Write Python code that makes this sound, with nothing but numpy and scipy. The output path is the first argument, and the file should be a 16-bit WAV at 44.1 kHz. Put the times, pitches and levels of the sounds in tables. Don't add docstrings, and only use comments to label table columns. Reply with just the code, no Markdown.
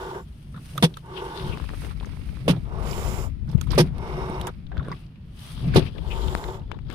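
import sys
import numpy as np
from scipy import signal
from scipy.fft import rfft, irfft, next_fast_len
from scipy.io import wavfile

SR = 44100
rng = np.random.default_rng(int(sys.argv[2]) if len(sys.argv) > 2 else 0)


def log_audio(samples):
    frames = np.atleast_2d(samples).T
    limited = np.clip(frames, -1, 1)
    pcm = np.round(limited * 32767).astype(np.int16)
    wavfile.write(sys.argv[1], SR, pcm)


def ratio(d):
    e = np.asarray(d, float) / 20
    return 10 ** e


N = 306054
TIME = np.arange(N) / SR


def rms_one(x):
    return x / np.sqrt(np.mean(x ** 2, axis=-1, keepdims=True) + 1e-20)


def in_time(rows):
    s, *columns = np.transpose(rows)
    return [np.interp(TIME, s, column) for column in columns]


def at_hz(points, hz, order=1):
    points = np.array(points)
    return np.interp(np.log(hz + 1), np.log(points[:, 0]), points[:, order])


def coloured(x, points):
    size = next_fast_len(N)
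    gain = ratio(at_hz(points, np.fft.rfftfreq(size, 1 / SR)))
    return rms_one(irfft(rfft(x, size) * gain, size)[..., :N])


def drift(rate, channels=2):
    r = np.exp(-40 * np.pi * rate / SR)
    noise = rng.standard_normal((channels, N // 20 + 4002))
    slow = rms_one(signal.lfilter([1], [1, -2 * r, r * r], noise)[:, 4000:])
    return np.array([np.interp(np.arange(N) / 20, np.arange(len(s)), s) for s in slow])


def resonate(x, modes):
    out = 0
    for k, (hz, width, db) in enumerate(modes):
        r = np.exp(-np.pi * width / SR)
        poles = [1, -2 * r * np.cos(2 * np.pi * hz / SR), r * r]
        gain = (-1) ** k * ratio(db) * (1 - r * r) / 2
        out = out + gain * signal.lfilter([1, 0, -1], poles, x)
    return out


def panned(pair, pan_db, alike):
    alike = np.clip(alike, 0, 1)
    left, right = ratio(pan_db / 2), ratio(-pan_db / 2)
    mean = np.sqrt(left ** 2 + right ** 2 + 2 * alike * left * right) / 2
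    blend = alike * pair[1] + np.sqrt(1 - alike ** 2) * pair[0]
    return np.array([left * blend, right * pair[1]]) / mean


def grains(per_s, spread_db):
    sizes = ratio(spread_db * np.minimum(rng.exponential(1, N), 4)) * (rng.random(N) < per_s / SR)
    fading = signal.lfilter([1], [1, -np.exp(-1 / (0.0032 * SR))], sizes)
    return rng.standard_normal((2, N)) * (1 + fading)


def rubbing(level_db, pan_db, colour, per_s, spread_db, patchy_db, alike):
    clumps = ratio(patchy_db * (drift(49.0, channels=1) + 0.56 * drift(130)))
    friction = rms_one(clumps * coloured(grains(per_s, spread_db), colour))
    return ratio(level_db) * panned(friction, pan_db, alike)


def strokes(rows, rise_s, fall_s, ease=0):
    s, length = np.transpose(rows)[:2, :, None]
    t = TIME[::32] - s
    before = np.maximum(-t, 0) / (rise_s + ease * length)
    after = np.maximum(t - length, 0) / (fall_s + ease * length)
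    return ratio(-20 * (before + after))


def stroke_level(shape, db, rest_db):
    power = (shape * ratio(db)[:, None]) ** 2
    total = power.sum(axis=0) + ratio(rest_db) ** 2
    return np.interp(TIME, TIME[::32], 10 * np.log10(total))


def stroke_side(shape, db, rest_db, pan_db):
    power = (shape * ratio(db)[:, None]) ** 2
    total = power.sum(axis=0) + ratio(rest_db) ** 2
    return np.interp(TIME, TIME[::32], pan_db @ power / total)


def contacts(table, t60, rise, sharpness, overtone_db, snap, skirt=0.99, order=1):
    out, t = np.zeros((2, N + 4000)), np.arange(4000) / SR
    decay = ratio(-60 * np.maximum(t - rise, 0) / t60)
    fade = np.minimum(t / rise, 1) * np.linspace(1, 0, 4000) ** .5 * decay
    bright = signal.butter(1, [2500, 10000], "band", fs=SR)
    noises = rng.standard_normal((len(table), 2, 4000))
    for (s, db, hz, crack_db, pan_db), noise in zip(table, noises):
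        force = noise * fade + snap * (t == 0)
        ring = (hz, hz / sharpness, 0)
        overtone = (3600, 2000 / sharpness, overtone_db)
        thud = (0.49 * hz, 0.16 * hz, overtone_db + 1.0)
        body = 0
        for mode in (ring, overtone, thud):
            dull = signal.butter(2, skirt * mode[0], fs=SR)
            body = body + signal.lfilter(*dull, resonate(force, [mode]))
        for _ in range(order - 1):
            body = resonate(body, [(hz, hz / 2, 0)])
        crack = ratio(crack_db - 8.5) * signal.lfilter(*bright, force * fade)
        at = round(s * SR)
        hit = ratio(db) * body / np.abs(body).max() + crack
        out[:, at:at + 4000] += panned(hit, pan_db, alike=0.035)
    return out[:, :N]


def breaths(rows, opens_s, arch_db):
    s, length, db, closing = np.transpose(rows)[:4, :, None]
    t = np.clip(TIME - s, 0, length)
    mouth = np.minimum(t / opens_s, 1) ** 0.73 * np.minimum((length - t) / closing, 1) ** 1.4
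    return ratio(db - arch_db * (2 * t / length - 1) ** 2) * mouth


def hisses():
    # (start t/s, length t/s, throat air level/dB, closing t/s, broad air of a wide mouth level/dB)
    hiss_rows = [
        (-.4, 0.64, -32.5, 0.053, -9.5),
        (1.022, 0.6, -36, 0.11, -10.5),
        (2.633, 0.677, -41, 0.065, 2.5),
        (3.919, 0.593, -35.5, 0.02, -3),
        (5.99, 0.69, -37.5, 0.16, -4),
    ]
    # (f/Hz, width f/Hz, level/dB)
    throat_modes = [(370, 22, 1), (485, 36, -8), (900, 60, -2), (1170, 60, -8), (1460, 80, -15),
                    (2190, 70, -17), (2800, 110, -21), (3730, 60, -19), (5350, 200, -25)]
    # level/dB of the (third, fourth, fifth, sixth, upper) resonances
    mouth_shapes = [(-3, -4, 1, -17, -13.5), (-1, -1, 1.5, -8, -5), (-0.5, -0.5, 0.5, -11, -2),
                    (-2.5, -4, -5, 0.5, -1), (0, -21, -9, -18, -14)]
    flow = breaths(hiss_rows, opens_s=0.17, arch_db=4)
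    air = rng.standard_normal((3, 2, N))
    band = signal.butter(4, [330, 1250], "band", fs=SR, output="sos")
    broad = rms_one(signal.sosfilt(band, air[0]))
    groups = [throat_modes[:2], *(throat_modes[k:k + 1] for k in range(2, 6)), throat_modes[6:]]
    rings = [(-1) ** max(k - 1, 0) * resonate(air[1], group) for k, group in enumerate(groups)]
    gains = [flow.sum(axis=0), *(ratio(np.transpose(mouth_shapes)) @ flow)]
    throat = sum(gain * ring for gain, ring in zip(gains, rings)) / np.std(sum(rings))
    wide = ratio(np.array(hiss_rows)[:, 4]) @ flow * broad
    flutter = ratio(1.28 * drift(45, channels=1) + 1.26)
    return flutter * (throat + wide) + jets(air[2])


def jets(air):
    # (start t/s, length t/s, level/dB, closing t/s, resonance widening [times])
    jet_rows = [
        (-.3, 0.57, -50, 0.038, 0.58),
        (1.12, 0.59, -77, .07, 2.7),
        (2.815, 0.49, -32.5, 0.059, 1.16),
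        (4.0, 0.42, -76, .035, 1.1),
        (6.051, 0.56, -41.5, 0.057, 1.2),
    ]
    # (f/Hz, width f/Hz, level/dB)
    teeth_modes = [(2030, 160, -1), (3000, 300, 0), (3800, 300, -5), (5150, 500, -1), (7250, 450, 4),
                   (9300, 700, -5), (10500, 500, -3), (12600, 900, -7), (14200, 1000, -5)]
    out = np.zeros((2, N))
    for row, gain in zip(jet_rows, breaths(jet_rows, opens_s=0.064, arch_db=7)):
        on = gain > 0
        blurred = [(hz, width * row[4], db) for hz, width, db in teeth_modes]
        out[:, on] += gain[on] * rms_one(resonate(air[:, on], blurred))
    return out * ratio(0.3 * drift(35, channels=1) - 7.5)


def rubs():
    # (start t/s, length t/s, body level/dB, sheen level/dB, left-right level/dB)
    rub_rows = [(0.0, 0.12, -49.5, -53.5, -4), (0.317, 1, -70.5, -58, 44), (0.655, 0.19, -54, -46, 4.5),
                (0.983, 0.0082, -54, -53, 7), (1.174, 0.021, -41, -47.5, 12), (1.238, 0.056, -49, -48, 10),
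                (1.354, 0.14, -43, -46, 8), (1.51, 0.26, -48, -49.5, -5), (1.8, 0.07, -47, -43, -6),
                (1.901, .02, -45.5, -49.5, -7), (1.954, 0.034, -68, -56.5, -6),
                (2.03, 0.53, -52, -53.5, -8.5), (2.867, 0.31, -43.5, -46.5, -15),
                (3.508, 0.042, -60, -54, -15), (3.63, 0.012, -49.5, -48.5, -6),
                (3.736, 0.043, -41.5, -42.5, -10), (3.832, 0.043, -48.5, -53, 1),
                (4.08, 0.35, -47.5, -51.5, -10), (4.883, 0.14, -54.5, -57.5, 7),
                (5.423, 0.11, -47, -42.5, 5), (5.555, 0.13, -45.5, -50, 5.5),
                (5.761, 0.022, -30.5, -45, -2), (5.807, 0.066, -39.5, -49.5, 12),
                (5.94, 0.13, -53, -59.5, 13), (6.117, 0.25, -45, -50, 21), (6.428, 0.12, -53, -66, 25),
                (6.926, 0.023, -44, -59, 32)]
    # (f/Hz, level per Hz/dB)
    body_colour = [(760, 8), (1300, 11.5), (1620, 4), (3320, 5.5), (5000, 5), (7000, -22), (15400, -82)]
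    # (f/Hz, level per Hz/dB)
    sheen_colour = [(3820, -2.5), (6500, -5.5), (6900, -12.5), (9230, 0), (15100, -14.5), (16000, -8)]
    rest_db = -64.5
    shape = strokes(rub_rows, rise_s=0.064, fall_s=0.018, ease=0.43)
    body_db, sheen_db, pan_db = np.transpose(rub_rows)[2:]
    side = stroke_side(shape, body_db, rest_db, pan_db)
    body_level = stroke_level(shape, body_db, rest_db) - 9.0
    sheen_level = stroke_level(shape, sheen_db, rest_db - 18) - 9.5
    body = rubbing(body_level, side, body_colour, per_s=98, spread_db=-2.5, patchy_db=1.1, alike=.1)
    sheen = rubbing(sheen_level, side - 6, sheen_colour, per_s=14, spread_db=1.0, patchy_db=0.9, alike=.1)
    return focused(body) + sheen


def focused(x, size=256):
    # (t/s, f/Hz)
    pitch = [(.1, 3400), (.65, 2550), (1.18, 3180), (1.27, 2920), (1.38, 3720), (1.53, 2840), (1.8, 2220),
             (4.6, 2250), (4.98, 2560), (5.4, 3070), (5.62, 3400), (5.66, 2410), (5.72, 2200), (5.86, 2600),
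             (5.95, 3250), (6.4, 3400)]
    width_hz, sing_db = 700, 7
    out, state = x.copy(), np.zeros((2, 2))
    r, (hz,) = np.exp(-np.pi * width_hz / SR), in_time(pitch)
    for i in range(0, N, size):
        poles = [1, -2 * r * np.cos(2 * np.pi * hz[i] / SR), r * r]
        peak, state = signal.lfilter([1, 0, -1], poles, x[:, i:i + size], zi=state)
        out[:, i:i + size] += ratio(sing_db) * (1 - r * r) / 2 * peak
    return out


def hand_rumble():
    # (t/s, level/dB)
    grip = [(0.0, -43), (1.33, -45.5), (1.48, -34.5), (2.76, -32.5), (3.08, -26.5), (3.38, -33.5),
            (3.65, -26), (3.99, -32.5), (4.08, -34.5), (4.68, -37), (4.84, -36.5), (5.07, -44.5),
            (5.5, -41), (5.72, -27.5), (5.93, -34.5), (6.28, -27), (6.45, -35.5), (6.93, -34.5)]
    # (f/Hz, level per Hz/dB)
    rumble_colour = [(15, -7), (32, -10), (49, 5), (162, -10.5), (234, -15), (400, -33.5), (520, -58),
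                     (880, -120)]
    level_db, = in_time(grip)
    pan_db = level_db + 44
    lumps = ratio(2.0 * drift(14)) * coloured(rng.standard_normal((2, N)), rumble_colour)
    alike = np.clip(1 - np.abs(pan_db) / 22, .15, .97)
    return ratio(level_db) * panned(rms_one(lumps), pan_db, alike)


def quiet_air():
    # (f/Hz, level per Hz/dB)
    air_colour = [(59, -38), (100, -10.5), (768, -32.5), (1720, -35), (3120, -38), (7610, -57),
                  (9210, -51.5), (16000, -60)]
    noise = coloured(rng.standard_normal((2, N)), air_colour)
    return ratio(-60.0) * panned(noise, 0.67, alike=0.031)


def rasps():
    # (t/s, peak level/dB, ring f/Hz, crack level/dB, left-right level/dB)
    rasp_rows = [(.541, -38.5, 1310, -75, 2), (.56, -38.5, 1460, -75, 0), (.573, -39.5, 1280, -60, 3),
                 (1.372, -32, 3920, -55, 18), (1.394, -33.5, 2910, -60, 13), (1.795, -45, 2100, -58, 0),
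                 (1.905, -36.5, 1280, -53, 0), (2.025, -35.5, 900, -65, 7), (2.561, -35.5, 680, -59, -8),
                 (3.477, -45.5, 1500, -65, -11), (3.488, -46, 5140, -60, -16), (3.512, -48, 5060, -40, -14),
                 (3.527, -40, 1000, -65, -3), (3.668, -37, 1220, -43, -10), (3.704, -30, 4840, -37, -15),
                 (3.714, -29, 4670, -25, -17), (3.729, -23, 1160, -49, -7), (3.747, -36, 1180, -32, -22),
                 (4.467, -24.5, 970, -22, -4), (4.475, -30.5, 1430, -31, 2), (2.665, -47, 700, -70, -4),
                 (5.736, -22, 1600, -41, -5), (5.745, -43, 1550, -26, -16), (5.862, -34, 2650, -53, 18),
                 (6.897, -38, 1700, -42, 22), (6.91, -39, 3000, -42, 24), (6.924, -35.5, 1200, -38, 24),
                 (6.215, -35, 3660, -60, 15), (6.74, -42, 1010, -72, 20)]
    return contacts(rasp_rows, t60=.075, rise=.003, sharpness=4.0, overtone_db=-14, snap=0)


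def hollow_boom():
    # (start t/s, length t/s, level/dB)
    shifts = [
        (0.574, 0.01, -35),
        (0.785, 0.079, -33),
        (1.468, 0.021, -30),
        (2.51, 0.028, -24),
        (3.495, 0.0084, -32),
        (3.79, 0.031, -20),
        (4.138, 0.32, -35),
        (4.776, 0.13, -33.5),
        (5.64, 0.027, -27.5),
        (5.673, 0.15, -25),
    ]
    boom_hz = 138
    boom = resonate(resonate(rng.standard_normal(N), [(boom_hz, 45, 0)]), [(boom_hz, 90, 0)])
    shape = strokes(shifts, rise_s=.13, fall_s=0.11)
    level_db = stroke_level(shape, np.transpose(shifts)[2], rest_db=-44.5)
    return ratio(level_db - 1.0) * rms_one(boom)


def drags():
    # (start t/s, length t/s, level/dB, left-right level/dB)
    drag_rows = [(0.766, 0.13, -44, -3), (1.492, 0.14, -39, 33.5), (1.712, 0.038, -41, 27),
                 (1.832, 0.023, -35.5, 23), (2.01, 0.057, -43.5, 18), (2.112, 0.3, -50.5, 8),
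                 (2.496, 0.017, -22, -5), (3.499, 0.074, -40, 8), (3.722, 0.013, -22.5, -4.5),
                 (3.796, .1, -39, 17), (4.745, 0.18, -37, 0), (5.6, 0.097, -39.5, 54),
                 (5.756, 0.045, -26.5, 43), (5.794, 0.082, -39, 63), (5.957, 0.031, -37, 45),
                 (6.712, 0.041, -42, 35), (6.9, 0.098, -35.5, 49.5)]
    # (f/Hz, level per Hz/dB)
    drag_colour = [(150, -30), (260, 4), (400, 1.5), (800, -10.5), (1300, -16.5), (1900, -30), (3700, -30),
                   (4600, -66.5)]
    # (f/Hz, width f/Hz, level/dB)
    snap_modes = [(950, 250, 7), (1720, 570, -7.5), (3400, 290, 2.5)]
    snaps_per_s, crackle_db = 260, -21
    shape = strokes(drag_rows, rise_s=0.027, fall_s=0.058, ease=0.15)
    db, pan_db = np.transpose(drag_rows)[2:]
    level_db = stroke_level(shape, db, -118)
    side = stroke_side(shape, db, -107, pan_db)
    sizes = ratio(4.5 * np.minimum(rng.exponential(1, N), 1.8))
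    snaps = sizes * (rng.random(N) < snaps_per_s / SR) * rng.choice([-1, 1], (2, N))
    ringing = rms_one(resonate(resonate(snaps + 1e-18, snap_modes[1:2]), snap_modes))
    crackle = ratio(level_db + crackle_db) * panned(ringing, side, alike=0.15)
    rolling = rubbing(level_db - 6.0, side, drag_colour, per_s=150, spread_db=4.5, patchy_db=1.5, alike=0.54)
    return crackle + rolling


def paw_knocks():
    # (t/s, peak level/dB, ring f/Hz, crack level/dB, left-right level/dB)
    knock_rows = [
        (0.7778, -17.5, 1210, -17.5, -5),
        (0.97, -29.5, 1200, -28, -3.5),
        (3.499, -41.5, 810, -59, -14),
        (3.612, -29, 1220, -17.5, -28),
    ]
    return contacts(knock_rows, t60=.038, rise=.0005, sharpness=5.0, overtone_db=-10, snap=5.0, skirt=2.0)


def spits():
    # (t/s, throat peak level/dB, hollow thump level/dB, thump f/Hz, teeth level/dB, length t/s)
    spit_rows = [
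        (0.825, -6.5, -4, 163, -14.5, 0.025),
        (2.4796, -12.5, -10.5, 167.5, -23, 0.036),
        (3.7785, -6, -11, 153, -17.5, 0.039),
        (5.7594, -4.5, -8.5, 162, -19, 0.023),
    ]
    # (pop start f/Hz, pop level/dB, whistle f/Hz, whistle width f/Hz, whistle level/dB)
    mouth_rows = [(460, -13, 3440, 150, 6.5), (684, -11, 2900, 900, 2), (530, -5.5, 5300, 910, -4),
                  (500, -4.5, 3560, 1100, 6.5)]
    # (f/Hz, width f/Hz, level/dB)
    throat_modes = [(220, 93, -3), (371.7, 30.5, 2), (486, 73, -5), (676, 200, -13.5), (885, 112, -9.5),
                    (1220, 110, -16.5)]
    # (f/Hz, level per Hz/dB)
    teeth_colour = [(760, -39), (1300, -7.5), (2220, -6), (3530, -4), (5540, -8), (7350, -20), (9460, -10),
                    (16000, -27.5)]
    pop_fall_s, pop_fade_s = 0.00696, 0.0066
    puffs, jet, thump = np.zeros((2, N)), np.zeros((2, N)), np.zeros(N)
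    teeth = coloured(rng.standard_normal((2, N)), teeth_colour) * ratio(2.0 * drift(120.0, channels=1) - 1.0)
    for spit, mouth, chance in zip(spit_rows, mouth_rows, rng.random((len(spit_rows), 24))):
        s, throat_db, thump_db, thump_hz, teeth_db, length = spit
        pop_hz, pop_db, *whistle = mouth
        t = np.maximum(TIME - s, 0)
        blow = (TIME > s) / (1 + np.exp(np.minimum((t - length) / 0.0067, 40)))

        burst = blow * (.5 + .5 * np.minimum(t / 0.0097, 1)) * np.exp(-t / 0.075)
        leak = ratio(-36.0) * (TIME > s) * np.exp(-t / 0.043)
        rush = teeth * ratio(teeth_db) * (burst + leak)
        jet += rush + resonate(rush + 1e-18, [whistle])

        gaps = 0.001197 + 0.00158 * chance[:12]
        at = ((s + np.cumsum(gaps) - gaps[0]) * SR).astype(int) + 1
        strength = np.append(1.6, 1.0 + 1.6 * chance[13:])
        puffs[:, at] += ratio(throat_db + 25.0) * (blow * np.exp(-t / 0.016))[at] * strength
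        breath = blow * np.minimum(t / 0.0025, 1) * np.exp(-t / 0.044)
        puffs += ratio(throat_db + 16.0) * breath * rng.standard_normal((2, N))

        swell = blow * np.minimum(t / (0.61 * length), 1) ** 4.9
        swell += ratio(-18.5) * np.minimum(t / length, 1) * np.exp(-t / 0.039)
        thump += ratio(thump_db) * swell * np.sin(2 * np.pi * thump_hz * t)

        end_hz = 1.23 * thump_hz
        sag = (pop_hz - end_hz) * pop_fall_s * (1 - np.exp(-t / pop_fall_s))
        cycles = end_hz * t + sag
        thump += ratio(pop_db) * np.exp(-t / pop_fade_s) * np.sin(2 * np.pi * cycles)
    return resonate(puffs + 1e-18, throat_modes) + jet + thump


def two_ports(cat):
    # (f/Hz, gain under a full hand level/dB, likeness to the right port [0-1])
    port_rows = [(458, 2, 1), (970, -4, 0.75), (2200, 0, 0.5), (3280, -16, 0.4), (5300, -20, 0),
                 (7300, -24, 0.46), (9300, -19, 0), (14100, -34, 0)]
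    # (t/s, cover [1 = full])
    cover_rows = [(0, 0.054), (.8, 0.021), (1.3, 1.1), (2.5, 0.69), (3.0, 1.56), (3.8, 0.46), (4.3, 0.6),
                  (5.76, 0.82), (6.3, 0.85)]
    lag_s = 0.00021
    size = next_fast_len(N)
    hz = np.fft.rfftfreq(size, 1 / SR)
    alike = np.clip(at_hz(port_rows, hz, order=2), 0, 1)
    direct, scattered = rfft(cat, size)
    late = (alike * direct + np.sqrt(1 - alike ** 2) * scattered) * np.exp(-2j * np.pi * hz * lag_s)
    nodes, (cover,) = np.log([row[0] for row in port_rows]), in_time(cover_rows)
    left = 0
    for row, one in zip(port_rows, np.eye(len(nodes))):
        share = np.interp(np.log(hz + 1), nodes, one)
        left = left + ratio(row[1] * cover) * irfft(late * share, size)[:N]
    return np.array([left, cat[0]])


def grit_ticks():
    # (t/s, peak level/dB, ring f/Hz, crack level/dB, left-right level/dB)
    tick_rows = [ (2.9108, -29.5, 5152, -58, -27), (4.4129, -28.5, 3726, -22.5, -2),
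                 (4.667, -44.5, 3400, -62, 13), (4.778, -36.5, 3540, -52, 13), (3.578, -46, 3283, -42, 7),
                 (3.585, -46, 2500, -54, 7), (1.582, -40.5, 4000, -55, 10), (2.057, -46, 6264, -45, 10),
                 (3.982, -44, 4320, -34, -16), (5.9823, -33, 2880, -79, 27.5), (6.2817, -32, 3350, -60, 14),
                 (6.4402, -33.5, 3880, -57, 6), (6.4801, -39, 3400, -65, 11), (6.4991, -40, 3348, -65, 10),
                 (6.595, -51, 4000, -65, 8), (6.6178, -52, 2750, -65, 8), (6.6373, -58, 3100, -65, 13),
                 (6.677, -64, 4167, -62, 10), (6.7166, -32.5, 2926, -42, 19), (6.7894, -45, 2630, -67, 20),
                 (6.4402, -33, 1800, -70, 15), (0.94, -37, 3600, -48, 10), (2, -38, 3333, -60, -2),
                 (2.2906, -44, 2808, -60, 5), (2.931, -31, 3000, -44, -15), (5.065, -55, 4500, -68, 2),
                 (5.158, -51, 2600, -68, 0), (1.2, -39, 3056, -60, 8)]
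    return contacts(tick_rows, t60=.025, rise=.0005, sharpness=4.0, overtone_db=-16, snap=4.0)


def foam_puffs():
    # (t/s, peak level/dB, ring f/Hz, crack level/dB, left-right level/dB)
    puff_rows = [
        (1.155, -31.5, 2940, -78, 23),
        (1.51, -34, 2660, -83, 9.2),
        (6.1, -29.5, 2660, -78, 34),
    ]
    return contacts(puff_rows, t60=.13, rise=.02, sharpness=2.0, overtone_db=-30, snap=0, order=3)


def hand_bumps():
    # (t/s, peak level/dB, f/Hz)
    bump_rows = [
        (1.502, -14, 92),
        (3.554, 0.5, 133),
        (4.79, -12.5, 68),
        (5.766, -2, 102),
    ]
    out = np.zeros((2, N))
    for s, db, hz in bump_rows:
        cycles = (TIME - s) * hz
        out[0] -= ratio(db) * np.sin(2 * np.pi * cycles) * np.exp(-(cycles / 0.59) ** 2)
    return out


def fingers():
    # (t/s, peak level/dB, ring f/Hz, crack level/dB, left-right level/dB)
    finger_rows = [(1.574, -30, 1010, -55, 25), (1.6, -33.5, 1110, -55, 18), (1.6212, -43, 1600, -63, 6),
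                   (1.627, -46, 1280, -58, 17), (1.774, -45, 1400, -58, 13), (1.642, -38, 1050, -55, 9),
                   (1.692, -30, 1220, -55, 24), (1.702, -36, 864, -55, 17), (1.736, -37, 990, -55, 20),
                   (1.746, -39, 1640, -55, 9), (1.82, -37, 1110, -55, 18), (1.848, -32.5, 1470, -55, 19),
                   (1.867, -40, 888, -55, -8), (2.01, -40, 982, -55, 14), (2.035, -46, 904, -55, 5.5),
                   (2.047, -36.5, 1230, -55, 18), (2.072, -46, 1010, -55, 12), (2.092, -46, 964, -57, 10),
                   (2.135, -46, 939, -57, 1), (2.172, -43, 880, -55, -10), (2.291, -45, 1180, -55, 14.5),
                   (2.371, -40.5, 1110, -55, -18), (3.55, -45, 867, -55, 13), (6.716, -26.5, 980, -56, 19),
                   (6.789, -42, 1070, -63, 23), (6.902, -31, 1720, -56, 31)]
    clicks = contacts(finger_rows, t60=.011, rise=.0002, sharpness=1.6, overtone_db=-20, snap=14.0, skirt=2.4)
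    return ratio(3) * clicks


def taps():
    # (t/s, level/dB, half width t/s, right share [below 0: a pull on both])
    tap_rows = [
        (6.3513, -3.5, 0.00017, 0.013),
        (4.8853, -22, 0.00056, -1.3),
        (4.3, -17.5, 0.00058, -1.1),
    ]
    out, t = np.zeros((2, N)), np.arange(-100, 100) / SR
    for s, db, width, share in tap_rows:
        at = round(s * SR)
        rattle = 0.11 * np.cos(2 * np.pi * 9300 * t) * np.exp(-np.abs(t) / 0.0003)
        push = np.exp(-(t / width) ** 4) + rattle
        out[:, at - 100:at + 100] += ratio(db) * push * [[np.sign(share)], [share]]
    return out


def tile_shard():
    # (t/s, peak level/dB, ring f/Hz, crack level/dB, left-right level/dB)
    shard_rows = [(4.719, -40.5, 1560, -67, 1), (4.725, -45, 1620, -70, 1), (4.743, -50, 1600, -66, 0.0),
                  (4.752, -55, 1600, -64, 0.0), (4.770, -30.5, 1470, -50, -1.6),
                  (4.796, -33.5, 1370, -54, 0), (4.805, -37, 1110, -66, 0), (4.83, -48, 3700, -70, 0),
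                  (4.842, -46, 1490, -70, 0), (4.852, -42, 1500, -70, 0), (4.848, -47, 3750, -70, 0),
                  (4.883, -33, 1120, -49, -1.2), (4.902, -40, 1450, -60, -1), (4.916, -28.5, 1070, -48, 0),
                  (4.926, -36, 2000, -50, 0), (4.94, -42, 1120, -66, 0), (4.717, -35.5, 755, -70, 0),
                  (4.75, -47, 820, -68, 0.12), (4.781, -45, 1150, -62, 0), (4.829, -48, 650, -73, 0),
                  (4.858, -49, 634, -70, 0), (4.874, -42, 1500, -64, 0), (4.917, -40, 4800, -60, 0)]
    return contacts(shard_rows, t60=.045, rise=.0004, sharpness=12.0, overtone_db=-23, snap=10.0, skirt=1.8)


def scene():
    cat = two_ports(hisses() + spits())
    hand = hand_rumble() + hand_bumps() + fingers() + taps()
    scuffs = rubs() + drags() + rasps() + foam_puffs()
    knocks = paw_knocks() + grit_ticks() + tile_shard()
    return cat + hand + scuffs + knocks + hollow_boom() + quiet_air()


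def top_cut(x):
    return signal.sosfilt(signal.butter(12, 15830, fs=SR, output="sos"), x)


def record(dry):
    rounded = 1.15 * np.tanh(dry / 1.15)
    low_pass = signal.cheby2(12, 50, 16300, fs=SR, output="sos")
    mix = signal.sosfilt(low_pass, rounded)
    return top_cut(mix)


dry = scene()
out = record(dry)
log_audio(out)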